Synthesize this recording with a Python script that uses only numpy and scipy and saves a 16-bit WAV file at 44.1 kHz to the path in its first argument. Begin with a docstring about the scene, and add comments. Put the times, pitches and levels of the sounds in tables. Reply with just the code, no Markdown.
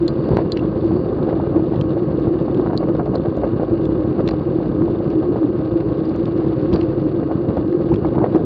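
"""A racing bicycle's frame drones and rumbles as it rolls fast over a paved road.
The rough road shakes the frame, and the drone throbs with each turn of the wheel.
We hear it from a camera riding along in a case: wind buffets the case, and bumps knock
and judder through its mount. Loose parts click and flung stones ping on the metal,
while the tyres hiss, the chain sizzles and sand ticks faintly behind it all."""
import sys
import numpy as np
from scipy import signal
from scipy.fft import rfft, irfft
from scipy.io import wavfile

SR = 44100
rng = np.random.default_rng(int(sys.argv[2]) if len(sys.argv) > 2 else 0)


def store_wav(level_fs):
    """Save 16-bit WAV to argv[1]."""
    pcm = np.round(np.clip(np.atleast_2d(level_fs), -1, 1) * 32767)
    wavfile.write(sys.argv[1], SR, pcm.T.astype(np.int16))


N = 372644
TIME = np.arange(N) / SR


def gain_of(db):
    """Turns decibels into a number to multiply a sound by."""
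    return 10 ** (np.asarray(db) / 20)


def evened(x):
    """Scales a signal so that its average size (rms) is 1."""
    return x / np.sqrt(np.mean(x ** 2) + 1e-20)


def curve(rows):
    """Joins (time_s, value) points with straight lines."""
    return np.interp(TIME, *np.transpose(rows))


def swell(times, rises_db, width_s):
    """Brief bell-shaped rises in level, in dB; a negative rise is a dip."""
    return sum(db * np.exp(-((TIME - s) / width_s) ** 2 / 2) for s, db in zip(times, rises_db))


def spells(rows):
    """A volume that rises and falls in one arch for each row."""
    return sum(gain_of(db) * np.sin(np.pi * np.clip((TIME - start_s) / length_s, 0, 1))
               for start_s, length_s, db in rows)


def add(mix, start_s, sound):
    """Mixes a sound in at start_s."""
    part = mix[max(round(start_s * SR), 0):][:len(sound)]
    part += sound[:len(part)]


def coloured(x, tone):
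    """Makes each pitch in x louder or softer, following (pitch_hz, level_db) points; rms 1."""
    pitch_hz, level_db = np.transpose(tone)
    hz = np.fft.rfftfreq(N, 1 / SR)
    shape_db = np.interp(np.log(hz + 1), np.log(pitch_hz), level_db)
    return evened(irfft(rfft(x) * gain_of(shape_db), N))


def wander(rate_hz):
    """A smooth random wobble, up to about rate_hz fast; rms 1."""
    hz = np.fft.rfftfreq(N, 1 / SR)
    return evened(irfft(rfft(rng.standard_normal(N)) * hz / (hz + 4) / (1 + (hz / rate_hz) ** 2), N))


def steadied(x, span_s):
    """Irons out changes in loudness slower than span_s."""
    window = np.hanning(max(int(span_s * SR), 64))
    power = np.pad(x ** 2, len(window), "reflect")
    local_power = signal.fftconvolve(power, window / window.sum(), "same")[len(window):][:N]
    return x / np.sqrt(local_power + 1e-9)


def resonate(x, hz, width_hz):
    """Makes x ring at a fixed or moving pitch; a narrower width rings longer; rms 1."""
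    turn = np.exp(2j * np.pi * np.cumsum(hz * np.ones(N)) / SR)
    decay = np.exp(-np.pi * width_hz / SR)
    return evened((turn * signal.lfilter([1], [1, -2 * decay, decay * decay], x / turn)).real)


def tiny_taps(per_s, spread_db):
    """Taps of uneven size at random moments, like stones under a tyre; rms 1."""
    size = gain_of(spread_db * np.minimum(rng.exponential(1, N), 4))
    return evened(size * rng.choice([-1., 1.], N) * (rng.random(N) < per_s / SR))


def snap(noise, start_s, peak_s):
    """A very short burst cut from a noise, loudest after peak_s."""
    t = np.arange(4000) / SR
    return noise[round(start_s * SR):][:len(t)] * t / peak_s * np.exp(-t / peak_s)


# a grain of sand heard through the case: pitch_hz, level_db
SAND_TONE = [(1000, -11), (2000, 1.5), (2900, 3), (4600, 3), (5300, -5), (6400, -22), (7300, -17),
             (8200, -31.5), (10000, -43), (13000, -57)]

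def sand(level_db=-70.5):
    """Sand flung up by the tyres ticks dryly on the frame and case."""
    return gain_of(level_db) * coloured(tiny_taps(per_s=30, spread_db=4.0), SAND_TONE)


def pebbles(level_db=-66.5):
    """Small stones snap out from under the tyres with dull, dry ticks."""
    return gain_of(level_db) * resonate(tiny_taps(per_s=22, spread_db=1.0), hz=3550, width_hz=750)


# when the chain sizzles: start_s, length_s, level_db
SIZZLES = [(0.12, 0.34, -59.5), (0.72, 0.43, -60.5)]

def chain():
    """Links rub on the cogs: many tiny taps ring at one bright pitch."""
    return spells(SIZZLES) * resonate(tiny_taps(per_s=1500, spread_db=3.0), hz=4520, width_hz=340)


# how the tyre hiss rises and falls: time_s, level_db
HISS_LEVELS = [(0.0, -53.5), (0.2, -54.5), (0.32, -52.5), (0.5, -55.5), (0.7, -55.5), (0.9, -54.5),
               (1.1, -57), (1.25, -56.5), (2.4, -55.5), (3.0, -58.5), (3.9, -56), (5.4, -56), (6.8, -53),
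               (7.2, -57), (8.45, -56)]
# the tone of that hiss: pitch_hz, level_db
HISS_TONE = [(300, -5), (1000, 10), (1600, 7.5), (2000, 2.5), (2500, -0.5), (2850, 1.5), (3120, -5.5),
             (3450, -2.5), (4550, -3.5), (5000, -13.5), (5600, -24), (6500, -32), (7150, -30),
             (8000, -43.5), (10000, -51.5), (12000, -57), (13500, -63)]

def tyres(rush_db, trim_db=5.5, flutter_db=2.0, rush_share=0.37):
    """Rubber hisses on stone, muffled by the case; it flutters and swells with the rushing noise."""
    hiss = coloured(tiny_taps(per_s=8000, spread_db=4.0), HISS_TONE)
    level_db = curve(HISS_LEVELS) + trim_db + rush_share * rush_db
    return hiss * gain_of(level_db + flutter_db * wander(rate_hz=47))


# when loose parts chatter: start_s, length_s, level_db
RATTLES = [(0.552, 0.052, -50), (4.276, 0.034, -51), (6.712, 0.036, -46), (6.8, 0.03, -52),
           (7.9, 0.031, -48)]
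# that chatter heard through the case: pitch_hz, level_db
RATTLE_TONE = [(500, -13.5), (900, 3), (1600, 14), (2300, 2), (2900, 6), (3500, -0.5), (4700, -6),
               (5600, -8), (7200, -25.5), (8300, -45), (13000, -57)]

def rattles():
    """Shaken cables and loose parts chatter against the frame for a moment."""
    return spells(RATTLES) * coloured(tiny_taps(per_s=1400, spread_db=2.5), RATTLE_TONE)


# sharp blows that make the plastic mount tick: start_s, level_db
CRACKS = [(0.3695, -46), (4.2765, -53), (4.2888, -55), (7.5695, -55)]
# the tone of that tick: pitch_hz, level_db
CRACK_TONE = [(5000, -13), (7500, -10), (8600, -2.5), (10000, -3.5), (12100, -5), (13500, -20.5)]

def cracks():
    """The mount slips a hair with a thin, very bright tick."""
    out = np.zeros(N)
    noise = coloured(rng.standard_normal(N), CRACK_TONE)
    for start_s, db in CRACKS:
        add(out, start_s, gain_of(db) * snap(noise, start_s, peak_s=0.0006))
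    return out


# the notes the case rings with: pitch_hz, level_db, fade_s (time to fall by 60 dB)
CASE_NOTES = [(1560, 4, 0.017), (1900, -1, 0.051), (2250, 2, 0.03), (2700, 6, 0.025), (2840, -12.5, .02),
              (3360, -3, 0.022), (3680, -1.5, 0.018), (4060, -2.5, 0.053), (4120, -1, .04),
              (4140, -12, 0.05), (4230, -1.5, 0.02), (4800, -1.5, 0.03), (4500, -11, 0.11),
              (5500, -7.5, 0.026), (6000, -20, 0.008), (7100, -17, 0.016), (6900, -14, 0.0086),
              (8500, -30, 0.013)]

def case_ring(part_hz, focus_db, fade_factor, part_db=2.0, part_fade_s=0.035):
    """A small part rings and stirs the case's notes; more focus favours those near its own pitch."""
    t = np.arange(4000) / SR
    hz, db, fade_s = np.transpose(list(CASE_NOTES) + [(part_hz, part_db, part_fade_s)])[:, :, None]
    octaves_away = np.minimum(abs(np.log2(hz / part_hz)), .5)
    volume = gain_of(db - focus_db * octaves_away - 60 * t / (fade_s * fade_factor))
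    notes = volume * np.sin(2 * np.pi * (hz * t + rng.random(hz.shape)))
    sound = notes.sum(0) * (1 - np.exp(-(t / .00028) ** 2))
    return sound / np.sqrt(np.sum(sound ** 2) / (.002 * SR))  # as much energy as 2 ms at rms 1


# taps of loose parts, and a few faint ticks of sand on the case: start_s, level_db, pitch_hz,
# focus_db_per_octave, fade_factor, snap_db
CLICKS = [(0.288, -40, 4900, 4, .44, -5), (0.3695, -19, 1630, 38, .25, -18),
          (0.5713, -21, 2980, 7, .6, -24), (0.5935, -28, 2780, 31, .67, -26),
          (0.8115, -40, 3600, 29, .3, -26), (0.864, -48, 4400, 10, .3, 0), (1.229, -38, 3600, 26, .3, -26),
          (1.906, -37, 3610, 24, .3, -24), (1.7586, -35, 3460, 13, .5, -10.5),
          (1.8117, -25.5, 3120, 21, .42, -4.5), (1.9158, -48.5, 3900, 12.5, .3, 0.5),
          (2.199, -45, 4400, 7, .3, 1), (2.546, -33, 3230, 19, .31, -7), (2.951, -40, 3600, 30, .4, -24),
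          (3.0575, -39, 3420, 12, .4, -9), (3.3685, -43, 4400, 7, .3, 1), (3.854, -33, 3470, 16, .4, -6),
          (4.0764, -51, 4400, 9, .3, 1), (4.2768, -20, 3560, 16, .42, -14),
          (4.2884, -20, 4130, 8, 0.35, -19), (4.31, -30, 4660, 4, .55, -11),
          (5.103, -36, 2660, 4.5, .6, -9), (6.053, -37, 4750, 43, 1.3, -18), (6.088, -43, 4400, 7, .3, -3),
          (6.094, -38, 4300, 23, .5, -24), (6.1615, -43, 4420, 8, .3, 3), (6.2557, -32, 3630, 16, 0.37, -6),
          (6.376, -43.5, 4500, 9, .3, 3.5), (6.73, -27.5, 3100, 14, .4, -14),
          (6.736, -26.5, 3300, 3, 0.32, -12), (6.737, -27, 4730, 51, 1.4, -27.5),
          (6.7602, -26.5, 4440, 9, 0.31, -21), (6.779, -43, 4800, 30, .4, -20),
          (6.81, -36, 4500, 5, .3, -10), (6.813, -26.5, 2800, 23, .4, -20), (6.828, -41, 4400, 7, .35, -9),
          (6.8315, -36, 2600, 26, .35, -28), (7.04, -46, 4400, 7, .3, 1), (7.5697, -36, 1800, 16, .3, -16),
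          (7.727, -32.5, 1800, 30.5, .3, -26), (7.941, -29, 2540, 9, .4, -10),
          (7.959, -33, 3250, 16, .4, -14), (8.3586, -38, 2940, 11.5, .6, 1)]
# the dry snap in each tap: pitch_hz, level_db
SNAP_TONE = [(800, -3.5), (2000, -12.5), (5000, 2), (6300, -0.5), (7300, -0.5), (8400, -18), (10000, -25),
             (12000, -30.5), (14000, -47)]

def clicks(trim_db=-7.0, push_db=-4.5, push_s=0.00074):
    """Loose parts tap, and grains of sand tick faintly: a dry snap and a short ring on top of a low push."""
    out = np.zeros(N)
    crackle = coloured(rng.standard_normal(N), SNAP_TONE)
    for start_s, db, part_hz, focus_db, fade_factor, snap_db in CLICKS:
        ring = case_ring(part_hz, focus_db, fade_factor)
        t = np.arange(len(ring)) / SR
        push = t / push_s * (2 - t / push_s) * np.exp(-t / push_s) * (1 - np.exp(-t / 0.00023))
        tick = gain_of(snap_db) * snap(crackle, start_s, peak_s=0.00076)
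        add(out, start_s, gain_of(db + trim_db) * (ring + gain_of(push_db) * push + tick))
    return out


# stones hitting the frame: start_s, level_db, favoured_pitch_hz, focus_db_per_octave, fade_factor
PINGS = [(0.0795, -22, 4050, 4, 1.08), (0.5198, -16.5, 4400, 2, 0.76), (2.7666, -37, 4400, 30, .6),
         (2.7758, -15.5, 4300, 44, 0.53), (2.778, -24.5, 4710, 161.5, 1), (3.1535, -31, 4400, 12, .5),
         (3.157, -25.5, 4300, 45, 0.52)]
# the notes the metal rings with: pitch_hz, level_db, fade_s (time to fall by 60 dB)
METAL_NOTES = [(1800, -10, .009), (2750, -13.5, .012), (3490, -3.5, 0.02), (3800, -15, .014),
               (4040, -7, 0.042), (4250, 4, 0.018), (4370, -13, .04), (4710, -13, 0.058),
               (4970, -17.5, .008), (5940, -23, 0.016), (7060, -15, 0.015), (7480, -27.5, .016),
               (8420, -29.5, .012), (9500, -39.5, .008), (10500, -46, .007), (11800, -49.5, .006)]

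def pings(attack_s=0.00053, reach_octaves=0.19):
    """A flung stone rings the metal frame; the spot it hits decides which notes are strongest."""
    out, t = np.zeros(N), np.arange(6000) / SR
    hz, note_db, fade_s = np.transpose(METAL_NOTES)[:, :, None]
    attack = 1 - np.exp(-(t / attack_s) ** 2)
    for start_s, db, spot_hz, focus_db, fade_factor in PINGS:
        weight_db = note_db - focus_db * np.minimum(abs(np.log2(hz / spot_hz)), reach_octaves)
        notes = gain_of(weight_db - 60 * t / (fade_s * fade_factor)) * np.sin(2 * np.pi * hz * t)
        add(out, start_s, gain_of(db) * notes.sum(0) * attack)
    return out


# rough patches of road: start_s, length_s, level_db
ROUGH_PATCHES = [(2.65, 0.11, -30.5), (2.8, 0.074, -37), (2.98, 0.054, -29), (7.297, 0.024, -25),
                 (8.13, 0.14, -34), (8.333, 0.1, -35)]
# the notes the mount clatters with: pitch_hz, width_hz, level_db
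MOUNT_NOTES = [(700, 170, 3.5), (910, 240, -4.5), (1480, 260, -11.5)]

def judders():
    """On rough patches the mount clatters in a quick run of hollow taps."""
    taps = tiny_taps(per_s=500, spread_db=6.0)
    clatter = sum(gain_of(db) * resonate(taps, hz, width) for hz, width, db in MOUNT_NOTES)
    muffled = coloured(clatter, [(1800, -3), (3500, -20.5), (7000, -41)])
    return spells(ROUGH_PATCHES) * steadied(muffled, span_s=0.08)


# bumps in the road: time_s, knock_db, pitch_hz, knock_width_ms, thud_db
BUMPS = [(0.2909, -10, 450, 0.85, -29), (0.3235, -19, 950, 0.25, -10), (0.3705, 0, 520, 0.28, -11),
         (0.3894, -4, 450, 0.67, -34), (0.387, -19.5, 950, 1.5, -30), (0.9148, -20.5, 725, 1.4, -27),
         (1.1859, -19, 550, 1.1, -20), (1.2698, -12, 450, 0.37, -30), (1.3292, -7, 450, 0.47, -7),
         (1.4003, -13, 775, 0.65, -13), (1.5622, -9, 500, 0.49, -16), (1.5971, -18.5, 700, 0.6, -29),
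         (1.7372, -13.5, 625, 0.41, -21.5), (1.969, -11.5, 500, 1.2, -23), (2.089, -19.5, 540, 1.3, -22.5),
         (2.2721, -12.5, 575, 0.54, -6), (2.4827, -13, 625, 0.47, -27), (2.5977, -8.5, 450, 0.34, -24),
         (2.663, -6, 450, 0.27, -24), (2.6728, -13, 675, 0.23, -31), (2.697, -16, 500, 0.5, -29),
         (2.733, -6, 450, 0.33, -21.5), (2.7466, -14.5, 650, 0.5, -32), (2.807, -15.5, 550, 1, -28),
         (2.8303, -10, 450, 0.56, -31.5), (2.951, -10, 450, 0.7, -22), (2.9956, -13, 700, 0.39, -18),
         (3.006, -12, 475, 0.31, -31), (3.063, -13, 540, 0.7, -32), (3.0788, -14, 550, 0.6, -30),
         (3.1584, -17, 525, 0.43, -32), (3.2532, -14, 600, 0.72, -17.5), (3.3752, -16.5, 575, 1.4, -15),
         (3.4357, -1, 450, 0.43, -16), (3.444, -9, 450, 0.21, -33), (3.5981, -8, 475, 0.48, -29),
         (3.6329, -11, 600, 0.56, -33), (4.1852, -13.5, 450, 0.53, -16), (4.292, -13.5, 775, 0.3, -30),
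         (4.6037, -13.5, 477, 0.56, -23), (4.8207, -16.5, 875, 0.31, -30), (4.8819, -18.5, 775, 0.7, -12),
         (5.007, -13.5, 517, 0.58, -32), (5.36, -8, 500, 0.56, -17), (5.431, -18.5, 750, 0.32, -27),
         (6.7462, -13, 450, 0.23, -21), (6.7628, -16, 450, 0.13, -19), (7.2287, -12.5, 500, 0.8, -26),
         (7.3135, -8.5, 520, 0.49, -30), (7.572, -4, 450, 0.55, -10), (7.9201, -17.5, 850, 1.2, -12),
         (7.9393, -14, 450, 0.17, -26), (8.0489, -3.5, 450, 0.33, -11), (8.1519, -13, 530, 0.7, -30),
         (8.1587, -23.0, 850, 1.4, -38), (8.1821, -6.5, 475, 0.42, -22), (8.1918, -16, 775, 0.25, -22),
         (8.2167, -11, 750, 0.52, -23), (8.2316, -11, 450, 0.54, -21), (8.2427, 0.5, 500, 0.49, -24),
         (8.246, -9, 525, 0.55, -22), (8.2628, -10.5, 625, 0.41, -24), (8.3589, -17, 650, 0.45, -20.5)]
# the mount's shudder after a bump: pitch_hz, level_db
SHUDDER_TONE = [(200, -15), (500, 10.5), (800, -2), (1200, -10.5), (1700, -17), (2400, -26.5),
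                (4000, -52.5), (9000, -88)]

def bumps(thud_trim_db=-4.0, thud_s=0.0014, shudder_db=-5.5, shudder_s=0.009):
    """Each bump jerks the mount with a short knock and a loose shudder, and the frame thuds."""
    out = np.zeros(N)
    lead_s = .008  # a knock starts to build before its peak
    t = np.arange(0, 8 * lead_s, 1 / SR) - lead_s
    age = np.maximum(t, 0) / thud_s
    thud = np.sin(age) * age * np.exp(-age / 2)
    noise = coloured(rng.standard_normal(N), SHUDDER_TONE)
    for time_s, knock_db, hz, width_ms, thud_db in BUMPS:
        knock = np.sin(2 * np.pi * hz * t) / np.cosh(t * 1000 / width_ms)
        shudder = noise[round(time_s * SR):][:len(t)] * (1 - np.exp(-age)) * np.exp(-t / shudder_s)
        shudder *= gain_of(shudder_db) * np.linalg.norm(knock) / np.linalg.norm(shudder)
        bump = gain_of(knock_db) * (knock + shudder) + gain_of(thud_db + thud_trim_db) * thud
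        add(out, time_s - lead_s, rng.choice([-1, 1]) * bump)
    return out


# slow gusts of wind: time_s, level_db
GUSTS = [(0.0, -39.5), (0.3, -33.5), (0.6, -37.5), (1.3, -34), (1.6, -38), (2.5, -34.5), (2.72, -37.5),
         (3.1, -40.5), (3.4, -35.5), (4.6, -36.5), (6.0, -36.5), (7.1, -37), (8.0, -37), (8.3, -36),
         (8.45, -39)]
# brief surges and dips in the rushing noise as the bicycle crosses rough road: time_s, rise_db
ROUGH_SURGES = [(0.3, 3.5), (0.388, 5.5), (1.29, 7), (1.55, 8.5), (1.74, 8.5), (2.485, -4), (2.668, 4),
                (2.734, 3.5), (2.827, 10), (2.892, 9.5), (3.003, 8), (3.07, 4.5), (3.15, 14), (3.258, 10.5),
                (3.444, 5.5), (3.611, 7.5), (4.201, 10), (4.32, 6), (5.015, -2), (6.75, 11.5), (7.31, 3),
                (7.51, 8.5), (7.575, 4), (7.928, 3), (8.16, 5), (8.19, -4), (8.255, -2), (8.359, 14)]

def rush_level(lumps_db=2.0):
    """How the rushing noise rises and falls, in dB: slow gusts, random lumps and rough-road surges."""
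    slow_db = curve(GUSTS) - curve(GUSTS).mean()
    surge_db = swell(*np.transpose(ROUGH_SURGES), width_s=0.014)
    return slow_db + lumps_db * wander(rate_hz=20.0) + surge_db


# wind on the case: pitch_hz, level_db
WIND_TONE = [(60, -24), (250, 2.5), (450, 6.5), (620, 1), (780, -3), (950, -15), (1200, -10.5), (1400, -22),
             (1700, -25.5), (2100, -39), (3000, -50.5), (5000, -73), (10000, -94)]

def wind(rush_db, level_db=-31.5, flutter_db=5.0):
    """Swirls of air break on the case, making a rushing noise with a fast, uneven flutter."""
    swirls = rng.standard_normal(N) * gain_of(flutter_db * np.tanh(wander(rate_hz=460)))
    return steadied(coloured(swirls, WIND_TONE), span_s=0.12) * gain_of(level_db + rush_db)


# how hard the road shakes the bicycle: time_s, level_db
RUMBLE_LEVELS = [(0.0, -21.5), (1.5, -22.5), (3.2, -21.5), (4.3, -21.5), (5.8, -23.5), (6.7, -22.5),
                 (7.6, -23), (8.45, -20.5)]
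# the tone of that shaking: pitch_hz, level_db
RUMBLE_TONE = [(15, -52.5), (30, -24), (45, -12.5), (58, 1), (78, -3), (108, 3), (135, 6), (200, 3),
               (260, 0.5), (400, -3.5), (560, -8.5), (680, -30.5), (1000, -19.5), (9000, -115)]
# jolts from dips in the road, also felt in the drone: time_s, drone_rise_db, rumble_rise_db
JOLTS = [(0.04, 10.5, -5), (0.329, -9, 10), (0.847, 6.5, 3.5), (0.925, 5, 5.5), (1.575, 6.5, 8),
         (1.801, -19.5, 8), (2.1, -11, 5), (2.32, 5.5, -5), (2.597, 7, 2), (2.9, 3.5, -1), (3.748, 6, -3),
         (4.191, -1, 1.5), (4.54, 5, -3), (4.819, 6.5, 3), (5.17, 7.5, -2.5), (5.302, 10, 0.5),
         (5.365, -11.5, 2.5), (5.43, 6.5, -7), (5.76, 3.5, 2.5), (6.479, 1.5, 4.5), (6.731, 4, 7.5),
         (7.046, 1.5, 1), (7.49, -4, 7.5), (7.72, 4.5, -10), (7.925, 6.5, 5.5), (8.19, 11, 4.5),
         (8.356, 11, 0.5)]

def rumble(jolt_db):
    """The uneven road shakes the whole bicycle; the level jumps or drops briefly at each jolt."""
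    shake = coloured(tiny_taps(per_s=900, spread_db=5.5), RUMBLE_TONE)
    return steadied(shake, span_s=0.43) * gain_of(curve(RUMBLE_LEVELS) + jolt_db)


# how the frame's drone rises and falls: time_s, level_db
DRONE_LEVELS = [(0.0, -23), (0.4, -21.5), (1.0, -21), (2.4, -19), (3.35, -23.5), (3.9, -18.5), (4.3, -21),
                (4.7, -20.5), (6.9, -18.5), (7.4, -21.5), (7.8, -18), (8.45, -24)]
# how the tyre's rubber softens each stone's push: pitch_hz, level_db
CUSHION = [(1500, -0.5), (4800, 0), (6500, -12), (12000, -34)]
# higher notes of the frame and mount: pitch_hz, width_hz, level_db
FRAME_NOTES = [(417, 26, -34.5), (488.7, 52, -41.5), (516, 36, -34), (1102, 55, -49), (1248.3, 58, -52.5),
               (1468, 47, -59.5), (1565, 85, -57.5), (2830, 220, -66.5), (4460, 400, -68.5)]

def frame(rush_db, jolt_db, drone_hz=329, sway_hz=3.5, waver_hz=7.1,
          turns_per_s=3.11, throb_db=1.17, trim_db=-0.93, rush_share=0.33):
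    """Road stones keep the frame droning; its level and pitch swing once per wheel turn."""
    wheel_angle = 2 * np.pi * turns_per_s * (TIME - 0.009)
    pitch_hz = drone_hz + sway_hz * np.sin(wheel_angle) + waver_hz * wander(rate_hz=6.9)
    stones = coloured(tiny_taps(per_s=900, spread_db=3.5), CUSHION)
    drone = steadied(resonate(stones, pitch_hz, width_hz=50.5), span_s=0.14)
    drone_db = curve(DRONE_LEVELS) + trim_db + throb_db * np.cos(wheel_angle) + jolt_db
    fine_stones = coloured(tiny_taps(per_s=2500, spread_db=0.5), CUSHION)
    high_notes = sum(gain_of(db) * resonate(fine_stones, hz, width) for hz, width, db in FRAME_NOTES)
    return drone * gain_of(drone_db) + high_notes * gain_of(rush_share * rush_db)


def scene(jolt_s=0.018):
    """Everything reaches one microphone inside the case."""
    rush_db = rush_level()
    jolt_times, drone_rises_db, rumble_rises_db = np.transpose(JOLTS)
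    bicycle = rumble(swell(jolt_times, rumble_rises_db, jolt_s))
    bicycle += frame(rush_db, swell(jolt_times, drone_rises_db, jolt_s))
    rolling = bicycle + wind(rush_db) + tyres(rush_db) + chain()
    hits = bumps() + judders() + cracks() + clicks() + pings() + rattles() + sand() + pebbles()
    return (rolling + hits)[None]


def record(dry, low_cut_hz=40.0, ceiling=.72, top_hz=14300):
    """The deepest bass is dropped, loud knocks are rounded off, and nothing is left above about 14 kHz."""
    bass_cut = signal.butter(N=3, Wn=low_cut_hz, btype="high", fs=SR, output="sos")
    thinned = signal.sosfilt(bass_cut, dry)
    rounded = thinned / (1 + (thinned / ceiling) ** 8) ** (1 / 8)
    top_limit = signal.firwin(511, top_hz, window=("kaiser", 9), fs=SR)
    return signal.oaconvolve(rounded, top_limit[None], "same")


dry = scene()
out = record(dry)
store_wav(out)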